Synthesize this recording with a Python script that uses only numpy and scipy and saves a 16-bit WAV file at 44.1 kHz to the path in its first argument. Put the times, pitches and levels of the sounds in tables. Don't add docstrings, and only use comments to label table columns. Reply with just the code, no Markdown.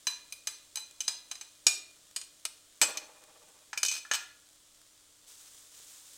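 import sys
import numpy as np
from scipy import signal
from scipy.fft import rfft, irfft, next_fast_len
from scipy.io import wavfile
from scipy.ndimage import uniform_filter1d

SR = 44100
rng = np.random.default_rng(int(sys.argv[2]) if len(sys.argv) > 2 else 0)


def transcribe(signal):
    frames = np.atleast_2d(signal).T
    limited = np.clip(frames, -1, 1)
    pcm = np.round(limited * 32767).astype(np.int16)
    wavfile.write(sys.argv[1], SR, pcm)


N = 272185
TIME = np.arange(N) / SR
RING_TIME = TIME[:SR // 4]
CUTOFF_HZ = 16000

# f/Hz, relative density/dB per Hz
SIZZLE_SPECTRUM = [(200, -9.5), (400, -10), (600, -5.5), (800, -12.5), (1200, -8.5), (1700, -10),
                   (2600, -10.5), (3300, -4), (4500, -6), (6000, -4.5), (7200, -2.5), (9000, -4.5),
                   (11500, -14), (16000, -16)]
# f/Hz, relative level/dB, t60 before grip and damping/s
DISH_MODES = [(1410, -4, 0.033), (1710, -7, 0.032), (2386, -3, 0.056), (2490, -4.5, 0.15),
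              (3010, -6.5, 0.1), (3470, -21, 0.085), (4244, -9, 0.12), (5017, -7, 0.14), (5550, -5, 0.078),
              (6137, -1, 0.065), (6450, 5, 0.033), (6700, -10, .1), (7340, -12, 0.083), (7727, -1, 0.096),
              (8340, -3, 0.063), (8610, -6, 0.08), (9510, -9.5, 0.11), (11400, -9.5, 0.056),
              (12500, -16, 0.052), (13200, -14.5, 0.066), (14550, -30, 0.084), (15200, -13, 0.076)]
DISH_DAMPING = 1.2


def from_db(db):
    return 10 ** (np.asarray(db) / 20)


def rms_one(x):
    return x / np.sqrt(np.mean(x ** 2) + 1e-20)


def at_hz(points, hz):
    known_hz, values = np.transpose(points)
    return np.interp(np.log(np.maximum(hz, 1)), np.log(known_hz), values)


def coloured(x, spectrum):
    size = next_fast_len(len(x))
    gain = from_db(at_hz(spectrum, np.fft.rfftfreq(size, 1 / SR)))
    filtered = irfft(rfft(x, size) * gain, size)
    return rms_one(filtered[:len(x)])


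def dying(t, t60):
    return np.exp(-np.log(1000) * t / t60)


def add(out, start_s, sound):
    at = round(start_s * SR)
    out[at:at + len(sound)] += sound[:N - at]


def background():
    # f/Hz, level/dB rms
    hum_tones = [(100, -86), (302, -81.5)]
    # f/Hz, relative density/dB per Hz
    room_spectrum = [(12, -21), (20, 9), (103, -8.5), (204, -20), (300, -15), (343, -36), (435, -2.5),
                     (700, -56), (910, -49), (1540, -120)]
    room_db = -82.5
    hum = sum(from_db(db) * np.sqrt(2) * np.sin(2 * np.pi * hz * TIME) for hz, db in hum_tones)
    return hum + from_db(room_db) * coloured(rng.standard_normal(N), room_spectrum)


def diffuse_tail():
    # f/Hz, t60/s
    room_t60 = [(200, 0.94), (1000, 0.41), (3000, 0.46), (7000, 0.32), (15000, 0.29)]
    t, tail = TIME[:SR], 0
    white = rfft(rng.standard_normal(len(t)))
    hz = np.fft.rfftfreq(len(t), 1 / SR)
    edges_hz = np.geomspace(100, CUTOFF_HZ, num=9)
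    for low, high in zip(edges_hz, edges_hz[1:]):
        band = irfft(white * ((hz >= low) & (hz < high)), len(t))
        tail = tail + band * dying(t, at_hz(room_t60, np.sqrt(low * high)))
    spectrum = rfft(tail)
    power = uniform_filter1d(np.abs(spectrum) ** 2, size=40)
    even = irfft(spectrum / np.sqrt(power + power.mean() / 20))[:SR // 2]
    return even / np.linalg.norm(even)


def kitchen(direct, spread):
    # delay/s, level re tail energy/dB
    echoes = [(.0031, -9), (.0047, -6.5), (0.0131, -7), (0.029, -32)]
    response = diffuse_tail()
    for delay_s, db in echoes:
        response[round(delay_s * SR)] += from_db(db)
    return direct + signal.fftconvolve(spread, response)[:N]


def frying(spectrum, bursts_per_s, spread_db, hiss):
    sizes = from_db(spread_db * np.minimum(rng.exponential(1, N), 6)) * rng.choice([-1, 1], N)
    bursts = rms_one(sizes * (rng.random(N) < bursts_per_s / SR))
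    return coloured(bursts + hiss * rng.standard_normal(N), spectrum)


def resting_sizzle():
    start_db, fade_db_per_s = -60, 0.31
    sizzle = frying(SIZZLE_SPECTRUM, bursts_per_s=2000, spread_db=3.0, hiss=1.63)
    return from_db(start_db - fade_db_per_s * TIME) * sizzle


def spits():
    # t/s, level before decay/dB
    loud = [(0.911, -46.5), (1.9654, -53), (2.112, -47.5), (3.2385, -45), (4.816, -50)]
    faint_per_s, faint_db, faint_spread_db = 4, -59, 3.5
    tick_t60_s = 0.0094
    out, t = np.zeros(N), RING_TIME
    moments = TIME[rng.random(N) < faint_per_s / SR]
    faint = [(s, faint_db + faint_spread_db * rng.standard_normal()) for s in moments]
    for s, db in loud + faint:
        tick = coloured(rng.standard_normal(len(t)), SIZZLE_SPECTRUM) * dying(t, tick_t60_s)
        add(out, s, from_db(db) * tick)
    return out


def stirring_gain():
    # start/s, length/s, sizzle level before sag and flicker/dB
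    strokes = [(5.264, .06, -53.5), (5.366, 0.26, -56.5), (5.706, .5, -53.5)]
    attack_s, sag_db_per_s, release_t60_s = 0.021, 2, 1
    flicker_spread_db, flickers_per_s = 1.3, 71
    power = 0
    for start_s, length_s, db in strokes:
        age = np.maximum(TIME - start_s, 0)
        flare = np.minimum(age / attack_s, 1) * from_db(db - sag_db_per_s * age)
        release = dying(np.maximum(age - length_s, 0), release_t60_s)
        power = power + (flare * release) ** 2
    chance = rng.standard_normal(size=1000)
    flicker = np.interp(TIME * flickers_per_s, np.arange(len(chance)), chance)
    return np.sqrt(power) * from_db(flicker_spread_db * flicker)


def stirred_sizzle():
    # f/Hz, relative density/dB per Hz
    stir_spectrum = [(200, -37), (450, -11.5), (800, -14.5), (1200, -9.5), (2100, -11), (2800, -9),
                     (3600, -3), (4300, -6), (7200, 0.5), (9000, -2.5), (11000, -10), (16000, -12)]
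    return stirring_gain() * frying(stir_spectrum, bursts_per_s=9200, spread_db=3.5, hiss=1.0)


def bumps():
    # t/s, push peak/dB, thud level before decay/dB
    bump_rows = [(1.6659, -37.5, -60), (4.113, -70, -34.5), (5.799, -79, -50)]
    # f/Hz, relative density/dB per Hz
    thud_spectrum = [(20, -24), (180, -20), (280, -27), (450, 24), (1100, 21), (2000, -28), (5000, -47)]
    push_rise_s, thud_t60_s = 0.0005, 0.013
    out, t = np.zeros(N), RING_TIME
    push = t / push_rise_s * np.exp(1 - t / push_rise_s)
    for s, push_db, thud_db in bump_rows:
        thud = coloured(rng.standard_normal(len(t)), thud_spectrum) * dying(t, thud_t60_s)
        add(out, s, from_db(push_db) * push + from_db(thud_db) * thud)
    return out


def rocking():
    # f/Hz, width/Hz, relative gain/dB
    counter = [(327, 7.8, -4), (510, 80, -2), (617, 45, 2.5), (800, 35, 1), (878, 17, 3), (1000, 53, -6.5),
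               (1130, 74, -3.5), (1560, 550, -15), (2430, 13, 5)]
    rocks_per_s, rock_depth = 15.17, .5
    set_down_s, jolt_db, jolt_t60_s = 2.815, -38.5, 0.66
    wobble_db, wobble_t60_s, rest_s, settle_s = -60, 6.6, 3.83, 0.31
    throb = 1 + rock_depth * np.cos(2 * np.pi * rocks_per_s * TIME)
    force, shaken = throb * rng.standard_normal(N), 0
    for hz, width_hz, db in counter:
        b, a = signal.iirpeak(hz, hz / width_hz, fs=SR)
        shaken = shaken + from_db(db) * signal.lfilter(b, a, force)
    age = np.maximum(TIME - set_down_s, 0)
    jolt = from_db(jolt_db) * dying(age, jolt_t60_s)
    settling = np.clip((rest_s - TIME) / settle_s, 0, 1)
    wobble = from_db(wobble_db) * dying(age, wobble_t60_s) * settling
    return (age > 0) * np.hypot(jolt, wobble) * rms_one(shaken)


def blows(rows, modes, damping, favour_db, scatter_db, clack_db, room_db, contact_s):
    # f/Hz, density/dB per Hz
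    clack_spectrum = [(60, -23), (200, -31.5), (320, -10), (550, -11.5), (950, -2), (2000, -1.5),
                      (4000, 2.5), (7000, 2.5), (9500, -6.5), (12000, -13.5), (16000, -33)]
    detune, clack_t60_s = .003, 0.049
    direct, spread, t = np.zeros(N), np.zeros(N), RING_TIME
    hz, mode_db, t60 = np.transpose(modes)
    for s, db, body, treble, favoured_hz, freedom in rows:
        tone = [(500, body / 3), (1200, body), (1700, body), (2500, 0), (7900, 0), (9000, treble)]
        favour = favour_db / (1 + ((hz - favoured_hz) / 110) ** 2)
        scatter = scatter_db * rng.standard_normal(len(hz))
        strength = from_db(mode_db + at_hz(tone, hz) + favour + scatter)
        loaded_hz = hz * (1 + detune * rng.standard_normal(len(hz)))
        phase = 2 * np.pi * (loaded_hz[:, None] * t + rng.random((len(hz), 1)))
        ring = strength @ (np.sin(phase) * dying(t, t60[:, None] * freedom / damping))

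        clack_tone = [(f, d + at_hz(tone, f)) for f, d in clack_spectrum]
        clack_gain = from_db(at_hz(clack_tone, np.linspace(0, CUTOFF_HZ, num=64)))
        clack_size = np.sqrt(np.mean(clack_gain ** 2))
        clack_noise = coloured(rng.standard_normal(len(t)), clack_tone)
        clack = clack_size * clack_noise * dying(t, clack_t60_s)

        onset = 1 - np.exp(-t / contact_s)
        blow = (ring + from_db(clack_db) * clack) * onset
        blow = from_db(db) * blow / np.std(blow[:SR // 100])
        add(direct, s, blow)
        add(spread, s, freedom * from_db(room_db) * blow)
    return direct, spread


def rattles():
    # start/s, length/s, typical gap/s, first level/dB, extra body/dB, favoured f/Hz
    runs = [(2.8227, 0.011, .006, -25, 3.5, 7806), (3.9226, 0.065, .012, -36, -4, 6105),
            (4.135, .022, .009, -30, 3, 4210)]
    fade_db_per_s, unevenness, treble_db = 98, .2, -0.5
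    rows = []
    for start_s, length_s, gap_s, db, body, favoured_hz in runs:
        gaps = gap_s * np.exp(unevenness * rng.standard_normal(size=20))
        after = np.cumsum(gaps) - gaps[0]
        for s in after[after < length_s]:
            rows.append((start_s + s, db - fade_db_per_s * s, body, treble_db, favoured_hz, 1))
    return blows(rows, DISH_MODES, DISH_DAMPING, favour_db=3.5, scatter_db=3, clack_db=8,
                 room_db=-9, contact_s=0.00061)


def clatter():
    # t/s, level/dB, extra body/dB, extra treble/dB, favoured f/Hz, ring freedom of grip [1 = usual]
    rows = [(2.8146, -18, 0.5, 0.5, 7840, 0.84), (2.9722, -32.5, -4, -0.5, 6100, 0.72),
            (3.7305, -36.5, 18, -7, 1830, 0.9), (3.7749, -30, -4, 1.5, 2390, 0.85),
            (3.8306, -23, -2, 1.5, 6115, 0.56), (3.8493, -29, -9, 1, 3000, 0.5),
            (3.8604, -29.5, -31, 1, 6050, 1.3), (3.8829, -28, -28, -6, 6105, 1.4),
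            (3.9138, -31.5, -2, -1, 6105, 0.59), (4.0506, -47, 28, 0, 1830, 1.4),
            (4.113, -25, 14, -6.5, 4100, 1.15)]
    return blows(rows, DISH_MODES, DISH_DAMPING, favour_db=9.5, scatter_db=2.5, clack_db=7,
                 room_db=-8, contact_s=0.00043)


def knocks():
    # t/s, level/dB, extra body/dB, extra treble/dB, favoured f/Hz, ring freedom of grip [1 = usual]
    rows = [(1.6666, -15, -7, 0.83, 6790, 1.04), (2.1619, -31, -5.5, 2.2, 5200, 1.02),
            (2.2133, -43.5, -2, 1, 6900, 0.73), (2.4519, -30, -4.5, 4.9, 8100, .55)]
    # f/Hz, relative level/dB, t60 before grip and damping/s
    modes = [(2448, -11, 0.18), (2970, -7, 0.052), (3520, -10, 0.09), (4264, -3, 0.065), (4450, -6, 0.045),
             (4930, 0, 0.046), (5600, -4, 0.069), (5600, -7, 0.067), (6520, 2, 0.031), (6730, -0.5, 0.034),
             (6865, 2.5, 0.042), (7780, 1, 0.061), (8200, -1, 0.042), (8760, -5.5, 0.086),
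             (9070, -8.5, 0.077), (9830, -10.5, 0.06), (11230, -14, .05), (13100, -18, 0.045),
             (14500, -15, 0.049)]
    return blows(rows, modes, damping=1.7, favour_db=5.5, scatter_db=2.0, clack_db=2.5,
                 room_db=-8.0, contact_s=.0006)


def taps():
    # t/s, level/dB, extra body/dB, extra treble/dB, favoured f/Hz, ring freedom of grip [1 = usual]
    rows = [(0.0689, -26, 5.5, -0.5, 4020, 1.1), (0.3233, -37.5, -4.5, 7, 2440, 0.77),
            (0.4711, -29.5, 3.5, 3, 6060, 0.93), (0.7562, -33.5, -1, 6, 7900, 1),
            (0.7708, -35, 6.5, -2.5, 3900, 1.26), (1.0048, -30.5, -6, -3, 2980, 0.94),
            (1.0791, -25, 1.5, -1, 4960, 1.02), (1.3127, -35, 6, -0.5, 2630, 0.79),
            (1.3535, -44.5, 6.5, -3, 4953, 0.73), (1.4109, -40.5, 3, -3, 5700, 0.98)]
    # f/Hz, relative level/dB, t60 before grip and damping/s
    modes = [(2444, -5.5, 0.092), (2977, -8.5, 0.049), (4020, -0.5, 0.029), (3988, -5, 0.15),
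             (4125, -5.5, 0.043), (4964, -2, 0.054), (5940, -2, 0.024), (6192, 7, 0.033),
             (6394, 1.5, 0.045), (7694, 1, 0.042), (7780, -10, 0.074), (8810, -6.5, 0.062),
             (9065, -1.5, 0.046), (10220, -10.5, 0.056), (11180, -14.5, 0.051), (12100, -14, 0.066),
             (14500, -22, 0.07), (15100, -25, .06)]
    return blows(rows, modes, damping=1.3, favour_db=8, scatter_db=2.0, clack_db=1.5,
                 room_db=-6.5, contact_s=0.001)


def scene():
    direct, spread = np.sum([taps(), knocks(), clatter(), rattles()], axis=0)
    struck = kitchen(direct, spread)
    oil = resting_sizzle() + stirred_sizzle() + spits()
    low = rocking() + bumps()
    return (struck + oil + low + background())[None]


def record(dry):
    top = .75
    rounded = top * np.tanh(dry / top)
    low_pass = signal.cheby2(16, 70, CUTOFF_HZ + 1000, fs=SR, output="sos")
    return signal.sosfilt(low_pass, rounded)


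dry = scene()
out = record(dry)
transcribe(out)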